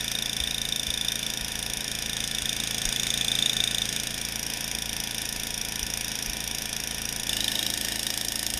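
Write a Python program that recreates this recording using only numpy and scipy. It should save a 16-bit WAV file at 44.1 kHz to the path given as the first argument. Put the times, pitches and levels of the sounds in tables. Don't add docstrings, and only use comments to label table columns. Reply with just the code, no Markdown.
import sys
import numpy as np
from scipy import signal
from scipy.fft import rfft, irfft, next_fast_len
from scipy.io import wavfile
from scipy.ndimage import map_coordinates

SR = 44100
rng = np.random.default_rng(int(sys.argv[2]) if len(sys.argv) > 2 else 0)


def bounce(signal):
    frames = np.transpose(np.atleast_2d(signal))
    limited = np.clip(frames, -1, 1)
    pcm = np.round(limited * 32767).astype(np.int16)
    wavfile.write(sys.argv[1], SR, pcm)


N = 378819
TIME_S = np.arange(N) / SR

# time in seconds, firings per second.
FIRING_RATE_FIRST = [(0.009, 27.812), (0.47, 28.01), (0.9, 27.789), (1.37, 27.548), (1.81, 27.781),
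                     (2.28, 27.686), (2.75, 27.71), (3.18, 28.171), (3.64, 27.849), (4.11, 27.747),
                     (4.54, 28.142), (5.0, 27.73), (5.47, 27.784), (5.9, 27.809), (6.37, 27.882),
                     (6.8, 27.584), (7.27, 27.981)]
FIRING_RATE_SECOND = [(7.332, 26.666), (7.74, 27.3), (8.18, 27.6), (8.58, 27.582)]
# time in seconds, gain in dB.
BARKS = [(.116, 3.5), (.402, 2), (.76, 2), (.832, 0.5), (.939, 0), (1.12, 3), (2.854, 1.5), (3.068, 2),
         (3.46, 2), (3.64, 2.5), (3.962, 2), (8.066, 1.5), (8.465, 2.5)]
# start in seconds after the valve opens, rise in seconds, relative dB.
GAS_BURSTS = [(.0001, .00165, 0), (.0078, .0017, -12), (.015, .003, -21), (.0225, .002, -18)]
KNOCKS = [(.0015, 0.0014, -3), (.0115, 0.00091, -1), (.0255, .0008, -22), (.029, 0.00045, -20)]

# centre in Hz, width in Hz, relative level in dB.
MUFFLER_MODES_FIRST = [(704, 210, -17), (1660, 600, -18), (2760, 1900, -15), (3436, 750, -6.5),
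                       (4890, 400, -11), (5680, 650, -3.5), (6720, 540, -10), (8690, 960, -14.5),
                       (9220, 1600, -11), (9500, 1500, -14.5), (11560, 1260, -16), (13100, 1260, -20.5),
                       (15040, 1340, -30)]
MUFFLER_MODES_SECOND = [(650, 940, -17.5), (1830, 150, -7), (3180, 1600, -10.5), (3620, 470, -8),
                        (5120, 740, -5.5), (5650, 540, -3.5), (6600, 430, -7), (7300, 380, -11.5),
                        (8500, 630, -9), (9640, 1150, -6.5), (11100, 530, -14), (12340, 1890, -12.5),
                        (14780, 1200, -21)]
HOUSING_MODES_FIRST = [(250, 200, -9), (500, 700, -9), (730, 200, -11), (950, 130, -12), (1550, 350, -7),
                       (1760, 300, -2), (2410, 500, 1), (2930, 900, -4), (3500, 620, 0), (5060, 690, -1),
                       (5740, 620, -3), (6560, 800, -7), (9000, 2000, -12), (10050, 950, -14),
                       (11680, 1200, -18), (13530, 2300, -23.5)]
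HOUSING_MODES_SECOND = [(280, 200, -8), (520, 420, -14), (700, 250, -13), (930, 160, -15),
                        (1500, 1100, -16), (1800, 320, -3), (2360, 450, -5), (2870, 390, -4),
                        (3470, 1030, -4), (4880, 370, -4), (5430, 790, -3), (6560, 500, -8),
                        (8220, 3260, -15), (9300, 1150, -14), (11540, 2030, -20), (12480, 730, -15),
                        (14370, 1860, -24)]
CLOSE_MODES = [(2300, 1200, -13.5), (3640, 590, -4.5), (6540, 600, -3.5), (8360, 560, -7),
               (12200, 580, -35), (14600, 1000, -17)]
UPRIGHT_MODES = [(2440, 280, -7), (5630, 560, 2.5), (10210, 760, -4), (11780, 700, -8), (13770, 850, -9)]
# centre in Hz, width in Hz, gain in dB.
PANEL_NOTCHES = [(1020, 43, -4), (1426, 47, -16), (1890, 53, -3), (4600, 820, -0.5)]

# multiple of the firing rate, relative level in dB.
ENGINE_PARTIALS_FIRST = [(1, -61), (2, -49), (3, -57), (4, -52), (5, -50), (6, -53.5), (7, -56), (8, -47.5),
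                         (9, -59), (10, -56), (11, -58), (12, -74), (14, -76), (15, -58), (17, -63),
                         (19, -59), (21, -75), (23, -69), (24, -58.5), (25, -71.5), (26, -58), (27, -61),
                         (30, -70), (34, -72), (35, -75), (36, -64), (38, -69.5), (48, -73.5), (53, -56.5),
                         (58, -79), (63, -55), (70, -62.5)]
ENGINE_PARTIALS_SECOND = [(1, -62), (2, -47.5), (3, -57), (4, -51), (5, -53), (6, -56), (7, -56), (8, -47),
                          (9, -57.5), (11, -53.5), (12, -55.5), (14, -68), (16, -60), (17, -71), (20, -57),
                          (22, -79), (24, -56.5), (25, -77), (26, -56), (31, -69), (34, -57.5), (36, -75),
                          (48, -86), (55, -56.5), (59, -85), (65, -52.5), (70, -67)]
UPRIGHT_PARTIALS = [(1, -40), (2, -12), (3, -49), (24, -34), (26, -13), (27, -14), (28, -20.5), (33, -17.5),
                    (34, -13), (35, -13.5), (36, -17), (37, -29)]
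# multiple of the blade rate, relative level in dB.
IMPELLER_PARTIALS = [(1, -58), (2, -64.5), (3, -56), (4, -58), (5, -58.5), (6, -61.5), (8, -64.5),
                     (10, -63), (14, -63.5), (19, -84)]

# time in seconds, level in dB.
WHISTLE_LEVEL_FIRST = [(0, -36), (.75, -31.5), (1.25, -34), (1.7, -41), (3.0, -34), (3.6, -27), (4.3, -51),
                       (4.8, -44.5), (7.29, -51)]
# time in seconds, lean from 0 (upright) to 1 (over the engine).
LEAN_FIRST = [(0, 0.39), (1.0, .33), (1.6, 0.11), (2.3, 0.58), (3.2, 1), (4.0, 0.71), (4.35, .15),
              (5.5, 0.094), (7.29, 0.16)]
# centre in seconds, envelope peak in dB, frequency in Hz.
BUMPS = [(.417, -29, 63), (.891, -28.5, 57), (1.419, -33, 44), (2.43, -32, 55), (2.876, -27, 30.2),
         (5.834, -27, 52.7), (6.29, -31, 34), (8.556, -32, 58)]


def from_db(db):
    return 10 ** (np.asarray(db) / 20)


def unit_rms(x):
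    return x / np.sqrt(np.mean(x ** 2) + 1e-20)


def curve(rows):
    return np.interp(TIME_S, *np.transpose(rows))


def drift(rate_hz):
    knots = rng.standard_normal(int(TIME_S[-1] * rate_hz) + 4)
    coarse_s = TIME_S[::10]
    wander = map_coordinates(knots, [coarse_s * rate_hz], order=2, mode="nearest")
    return unit_rms(np.interp(TIME_S, coarse_s, wander))


def resonant_noise(modes):
    size = next_fast_len(N)
    hz = np.fft.rfftfreq(size, 1 / SR)

    def band(centre_hz, width_hz):
        return 1 / (1 + (2 * (hz - centre_hz) / width_hz) ** 2) ** 2

    power = sum(from_db(db) ** 2 * band(centre, width) for centre, width, db in modes)
    notch_db = sum(db * band(centre, width) for centre, width, db in PANEL_NOTCHES)
    spectrum = rfft(rng.standard_normal(size)) * np.sqrt(power) * from_db(notch_db)
    return unit_rms(irfft(spectrum, size)[:N])


def burst(age_s, rise_s):
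    u = np.maximum(age_s, 0) / rise_s
    return u * np.exp(1 - u)


def burst_power(age_s, rows):
    return sum((from_db(db) * burst(age_s - start_s, rise_s)) ** 2 for start_s, rise_s, db in rows)


def hum(cycles, partials, size=2048):
    multiple, db = np.transpose(partials)
    k = np.arange(1, round(multiple[-1]) + 1)
    phase_rad = rng.standard_normal(len(k)) * ((k - 1) / 3) ** 2
    lines = from_db(np.interp(k, np.round(multiple), db)) * np.exp(1j * phase_rad)
    one_cycle = irfft(np.append(0, lines), size) * size / np.sqrt(2)
    return np.interp(cycles % 1, np.arange(size) / size, one_cycle, period=1)


def crank(firing_rate):
    rate_hz = curve(firing_rate)
    cycles = np.cumsum(rate_hz) / SR
    cycles -= np.interp(firing_rate[0][0], TIME_S, cycles)
    valve_cycles = cycles + .066
    firing = (np.floor(valve_cycles) - np.floor(valve_cycles[0])).astype(int)
    return cycles, firing, valve_cycles % 1 / rate_hz


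def exhaust(firing, age_s, jet, rasp_db, whistle_db, whistle_hz, waver_hz):
    force, tone, pitch, phase, late = rng.standard_normal((firing[-1] + 1, 5)).T
    force_db = 0.5 * force
    for time_s, gain_db in BARKS:
        force_db[firing[round(time_s * SR)]] = gain_db
    age_s = age_s - 0.000235 * np.abs(late[firing])
    rasp = from_db(rasp_db) * unit_rms(np.sqrt(burst_power(age_s, GAS_BURSTS)) * jet)
    swell = burst(age_s, 0.0026) ** 2 + from_db(-20) * burst(age_s - .008, 0.0065)
    cycles = (whistle_hz + waver_hz * pitch[firing]) * age_s + phase[firing]
    whistle = unit_rms(swell * np.sin(2 * np.pi * cycles + 0.37 * drift(700)))
    whistle *= from_db(whistle_db + 2.5 * tone[firing])
    return from_db(force_db[firing]) * (rasp + whistle)


def housing(age_s, hiss, level_db, flutter_db=.5, grain_db=1.5):
    knocking = np.sqrt(1 + burst_power(age_s, KNOCKS))
    scouring = from_db(flutter_db * drift(14) + grain_db * drift(900))
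    return from_db(level_db) * unit_rms(knocking * scouring * hiss)


def drone(cycles, partials, level_db, impeller_db, lean=0, blades_per_firing=1.933):
    engine = from_db(.5 * drift(25)) * hum(cycles + .001 * drift(20), partials)
    blade_cycles = blades_per_firing * cycles + .025 * drift(1)
    impeller = from_db(impeller_db + 1.44 * drift(13)) * hum(blade_cycles, IMPELLER_PARTIALS)
    note = engine + impeller
    boom = signal.sosfilt(signal.butter(1, (85, 175), "band", fs=SR, output="sos"), note)
    return from_db(level_db) * unit_rms(note + from_db(-8) * lean * boom)


def first_pass():
    cycles, firing, age_s = crank(FIRING_RATE_FIRST)
    lean = curve(LEAN_FIRST)
    near = lean ** 2
    jet = resonant_noise(MUFFLER_MODES_FIRST)
    jet += from_db(-2) * lean * resonant_noise(CLOSE_MODES)
    jet += from_db(-1.5) * (1 - lean) * resonant_noise(UPRIGHT_MODES)
    hiss = resonant_noise(HOUSING_MODES_FIRST) + from_db(-16) * lean * resonant_noise(CLOSE_MODES)
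    puffs = exhaust(firing, age_s, jet, rasp_db=-34.5 + 3 * near,
                    whistle_db=curve(WHISTLE_LEVEL_FIRST), whistle_hz=3594, waver_hz=43.3)
    snow = housing(age_s, hiss, level_db=-37.5 + 3.5 * near)
    note = drone(cycles, ENGINE_PARTIALS_FIRST, level_db=-41 + 2 * near, impeller_db=0.5, lean=lean)
    upright_note = from_db(-45) * (1 - lean) ** 2 * hum(cycles, UPRIGHT_PARTIALS)
    return puffs + snow + note + upright_note


def buffeting(rumble_db=-52, band_hz=(14, 48), gust_db=3):
    rumble = signal.sosfilt(signal.butter(2, band_hz, "band", fs=SR, output="sos"), rng.standard_normal(N))
    out = from_db(rumble_db) * unit_rms(rumble * from_db(gust_db * drift(4.8)))
    for centre_s, db, hz in BUMPS:
        span = np.abs(TIME_S - centre_s) < .1
        cycles = (TIME_S[span] - centre_s) * hz
        out[span] += from_db(db) * np.exp(-(cycles / 0.67) ** 2) * np.sin(2 * np.pi * cycles)
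    return out


def second_pass(ease_start_s=7.64, ease_decay_s=0.41):
    cycles, firing, age_s = crank(FIRING_RATE_SECOND)
    load = np.exp(-np.maximum(TIME_S - ease_start_s, 0) / ease_decay_s)
    whistle_db = -45.5 + 11 * load ** 2
    jet = resonant_noise(MUFFLER_MODES_SECOND)
    puffs = exhaust(firing, age_s, jet, rasp_db=-32.5,
                    whistle_db=whistle_db, whistle_hz=3674, waver_hz=110)
    low_whistle = exhaust(firing, age_s, jet, rasp_db=-np.inf,
                          whistle_db=whistle_db - 3.5, whistle_hz=3120, waver_hz=135)
    snow = housing(age_s, resonant_noise(HOUSING_MODES_SECOND), level_db=-37.5 + 3.5 * load)
    note = drone(cycles, ENGINE_PARTIALS_SECOND, level_db=-41.5 + 2.5 * load, impeller_db=-1.5)
    return puffs + low_whistle + snow + note


def scene(second_pass_s=7.29):
    machine = np.where(TIME_S < second_pass_s, first_pass(), second_pass())
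    return (machine + buffeting())[None]


def record(dry, cutoff_hz=15400):
    return signal.sosfilt(signal.ellip(10, .2, 70, cutoff_hz, fs=SR, output="sos"), dry)


dry = scene()
out = record(dry)
bounce(out)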